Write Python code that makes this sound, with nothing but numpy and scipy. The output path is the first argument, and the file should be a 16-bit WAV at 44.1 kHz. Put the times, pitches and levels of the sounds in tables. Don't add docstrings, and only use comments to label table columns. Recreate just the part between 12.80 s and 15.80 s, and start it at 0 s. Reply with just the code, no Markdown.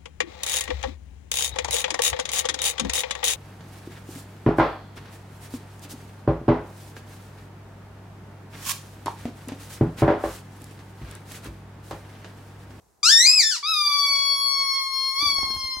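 import sys
import numpy as np
from scipy import signal
from scipy.fft import rfft, irfft, next_fast_len
from scipy.io import wavfile
from scipy.ndimage import uniform_filter1d, minimum_filter1d, map_coordinates

SR = 44100
rng = np.random.default_rng(int(sys.argv[2]) if len(sys.argv) > 2 else 0)


def put_to_file(sound):
    columns = np.atleast_2d(sound).T
    safe = np.clip(columns, -1, 1)
    whole_steps = np.round(safe * 32767)
    wavfile.write(sys.argv[1], SR, whole_steps.astype(np.int16))


N = 132300

# freq_hz, density_db
ROOM_TONE_SPECTRUM = [(20,-33),(40,-15.5),(60,3),(130,-7.5),(300,-8),(420,-4),(560,-11.5),(750,-5.5),(1300,-15.5),(3000,-28),(7000,-20.5),(16000,-29)]
# time_s, pitch_hz
SQUEAL_PITCH = [(0.232, 1169), (0.284, 1460), (0.322, 1810), (0.37, 1812), (0.406, 1919), (0.456, 2132),
                (0.464, 2404), (0.53, 2589), (0.57, 2545), (0.6, 2345), (0.61, 2102), (0.636, 1779),
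                (0.704, 1769), (0.716, 1559), (0.742, 1410), (0.754, 1329), (0.772, 979), (0.775, 960)]
WHINE_PITCH = [(0.83, 1124), (0.88, 1286), (0.9, 1317), (0.95, 1237), (1.0, 1199), (1.1, 1162),
               (1.34, 1119), (1.73, 1107), (2.03, 1082), (2.25, 1073), (2.38, 1086), (2.43, 1173),
               (2.51, 1117), (2.65, 1082), (2.99, 1042)]
# time_s, level_db
SQUEAL_LEVEL = [(.232,-19),(.29,-13.5),(.36,-12.5),(.42,-13.5),(.48,-12),(.53,-19.5),(.6,-15),(.64,-22),(0.719,-25.5),(.755,-30.5),(0.774,-40.5)]
WHINE_LEVEL = [(.833,-26.5),(0.898,-20.5),(1.201,-21),(1.651,-22),(1.999,-26),(2.35,-26.5),(2.44,-20),(2.56,-24.5),(2.75,-28.5),(3,-33.5)]
# freq_hz, gain_db
SQUEAL_FORMANTS = [(1000,-12),(1900,-9.5),(2700,-12.5),(3600,-11),(4500,-2.5),(5400,-3),(6200,-9.5),(7500,-12),(9000,-21),(11000,-22.5),(13000,-31.5),(16000,-62)]
WHINE_FORMANTS = [(1100,-10),(2200,-12.5),(3250,-17.5),(3800,-8),(4500,-3.5),(5450,-13.5),(6500,-28),(7700,-41),(8800,-30),(10000,-29),(11100,-20),(12200,-33.5),(13500,-45.5),(16000,-58)]
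# freq_hz, density_db
BREATH_SPECTRUM = [(700,-13),(1500,-16),(3000,-9),(4500,-2.5),(7000,-17),(10000,-22.5),(15000,-29)]
# freq_hz, left_minus_right_db
DIRECT_BALANCE = [(1100, -8.5), (2200, -2.5), (3300, 8), (4500, 10.5), (7000, 7.5), (12000, -3.5)]
# freq_hz, gain_db
REVERB_COLOUR = [(200,-11),(1100,-8),(2300,-6),(4500,-2.5),(8000,0.5),(15000,-4)]
# delay_s, left_db, right_db
WALL_ECHOES = [(.0058,-21,-25.5),(.0094,-20,-11.5),(.0147,-5.5,-3)]
# start_s, pitch_hz, thump_db, scuff_db
PAW_LANDINGS = [(2.422,302,-37,-40),(2.459,80.2,-38,-44),(2.526,227,-51,-52),(2.583,65.5,-41,-37),(2.629,65.5,-36.5,-39.5),(2.703,224.6,-44,-42),(2.738,61.7,-42,-48),(2.762,75.6,-36.5,-41),(2.84,69,-38.5,-66),(2.967,57,-42,-45)]
# freq_hz, density_db
DUVET_SPECTRUM = [(60, 3.5), (200, 1), (350, 0.5), (520, -8), (800, -0.5), (1500, -12.5), (3000, -26.5),
                  (8000, -36), (16000, -42)]
# partial_hz, level_db
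SIDE_TONE_LEVELS = [(1100,-66),(2200,-46.5),(4500,-33.5),(5600,-31.5),(8000,-38.5),(11000,-15.5)]

TOP_HZ = 15800


def undb(db):
    return 10 ** (np.asarray(db) / 20)


def on_curve(hz, points):
    freqs, db = np.array(points, float).T
    return np.interp(np.log(np.maximum(hz, 1)), np.log(freqs), db)


def colour(x, points):
    size = next_fast_len(N + SR // 10)
    gain = undb(on_curve(np.fft.rfftfreq(size, 1 / SR), points))
    return irfft(rfft(x, size) * gain, size)[..., :N]


def noise(points, width=0.):
    mid, side = colour(rng.standard_normal((2, N)), points)
    x = np.array([mid + width * side, mid - width * side])
    return x / x.std()


def wander(rate_hz):
    span = max(int(SR / rate_hz), 2)
    steps = np.repeat(rng.standard_normal(N // span + 1), span)
    x = uniform_filter1d(uniform_filter1d(steps, span), span)[:N]
    return x / x.std()


def room_tone():
    return undb(-62.5 + 1.2 * wander(7.45)) * noise(ROOM_TONE_SPECTRUM, width=0.7)


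def cry(t, melody, effort, throat, glide_s, bloom_s, waver, jitter, shimmer_db,
        attack_s=.0028, release_s=.034):
    times, hz = np.array(melody, float).T
    pitch = uniform_filter1d(np.interp(t, times, hz), int(glide_s * SR))
    pitch *= 1 + waver * wander(44.92) + jitter * wander(900)
    gate = np.clip((t - times[0]) / attack_s + 1, 0, 1) * np.clip((times[-1] - t) / release_s + 1, 0, 1)
    voiced = gate > 0
    pitch = pitch[voiced]
    phase = 2 * np.pi * np.cumsum(pitch) / SR
    age = np.arange(len(pitch)) / SR
    tone = np.zeros(N)
    for k in range(1, 15):
        gain = undb(on_curve(k * pitch, throat)) * (k * pitch < TOP_HZ)
        bloom = np.minimum(age / (bloom_s * k ** 2), 1)
        tone[voiced] += gain * bloom * np.sin(k * phase)
    level_db = np.interp(t, *np.array(effort).T) + shimmer_db * wander(120)
    return gate * undb(level_db) * np.sqrt(2) * tone


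def squeal(t, breath_db=-28):
    tone = cry(t, SQUEAL_PITCH, SQUEAL_LEVEL, SQUEAL_FORMANTS,
               glide_s=.0022, bloom_s=.0001, waver=.00202, jitter=.0013, shimmer_db=1.5)
    envelope = uniform_filter1d(np.abs(tone), size=200)
    return tone + undb(breath_db) * envelope * noise(BREATH_SPECTRUM)[0]


def direct_path(voice, left_lag_s=.00003):
    left = colour(voice, [(hz, db / 2) for hz, db in DIRECT_BALANCE])
    right = colour(voice, [(hz, -db / 2) for hz, db in DIRECT_BALANCE])
    return np.array([map_coordinates(left, [np.arange(N) - left_lag_s * SR]), right])


def bedroom_echoes(t, voice, gap_s=.0033, low_t60_s=.29, treble_t60_s=.24):
    age = np.maximum(t - gap_s, 0)
    response = np.zeros((2, N))
    for band, t60_s in (("low", low_t60_s), ("high", treble_t60_s)):
        crossover = signal.butter(2, 6000, band, fs=SR, output="sos")
        reflections = signal.sosfilt(crossover, rng.standard_normal((2, N)))
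        response += (age > 0) * reflections * undb(-60 * age / t60_s)
    response /= np.sqrt(np.sum(response ** 2, axis=1, keepdims=True))
    for delay_s, left_db, right_db in WALL_ECHOES:
        response[:, int(delay_s * SR)] += undb([left_db, right_db])
    return signal.fftconvolve(colour(voice, REVERB_COLOUR)[None], response[:, :SR], axes=1)[:, :N]


def whine(t):
    return cry(t, WHINE_PITCH, WHINE_LEVEL, WHINE_FORMANTS,
               glide_s=.0056, bloom_s=.00091, waver=.00014, jitter=.00014, shimmer_db=.42)


def swell(age, peak_s):
    return age / peak_s * np.exp(1 - age / peak_s)


def scramble(t, rustle_db=-49.5):
    thumps, scuffs = np.zeros((2, N))
    for start_s, pitch_hz, thump_db, scuff_db in PAW_LANDINGS:
        age = np.maximum(t - start_s, 0)
        thumps += undb(thump_db) * swell(age, peak_s=.0072) * np.sin(2 * np.pi * pitch_hz * age)
        scuffs += undb(scuff_db) * swell(age, peak_s=.0026)
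    movement = np.interp(t, [2.34, 2.42, 2.77, 2.89], [0, .87, 1, .34])
    rustle = undb(rustle_db + 2 * wander(50)) * movement
    return thumps + (scuffs + rustle) * noise(DUVET_SPECTRUM, width=0.27)


def scene():
    t = np.arange(N) / SR
    voice = squeal(t) + whine(t)
    return room_tone() + direct_path(voice) + bedroom_echoes(t, voice) + scramble(t)


def record(dry, limit_db=-1.5, hold_s=.0096, side_offset_hz=3898):
    hold = int(hold_s * SR)
    gain = np.minimum(undb(limit_db) / (np.abs(dry).max(axis=0) + 1e-9), 1)
    limited = dry * uniform_filter1d(minimum_filter1d(gain, hold), hold)
    carrier = np.sin(2 * np.pi * side_offset_hz * np.arange(N) / SR)
    side_tones = 2 * colour(limited, SIDE_TONE_LEVELS) * carrier
    top_cut = signal.ellip(10, .2, 80, TOP_HZ, fs=SR, output="sos")
    return signal.sosfilt(top_cut, limited + side_tones)


dry = scene()
out = record(dry)
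put_to_file(out)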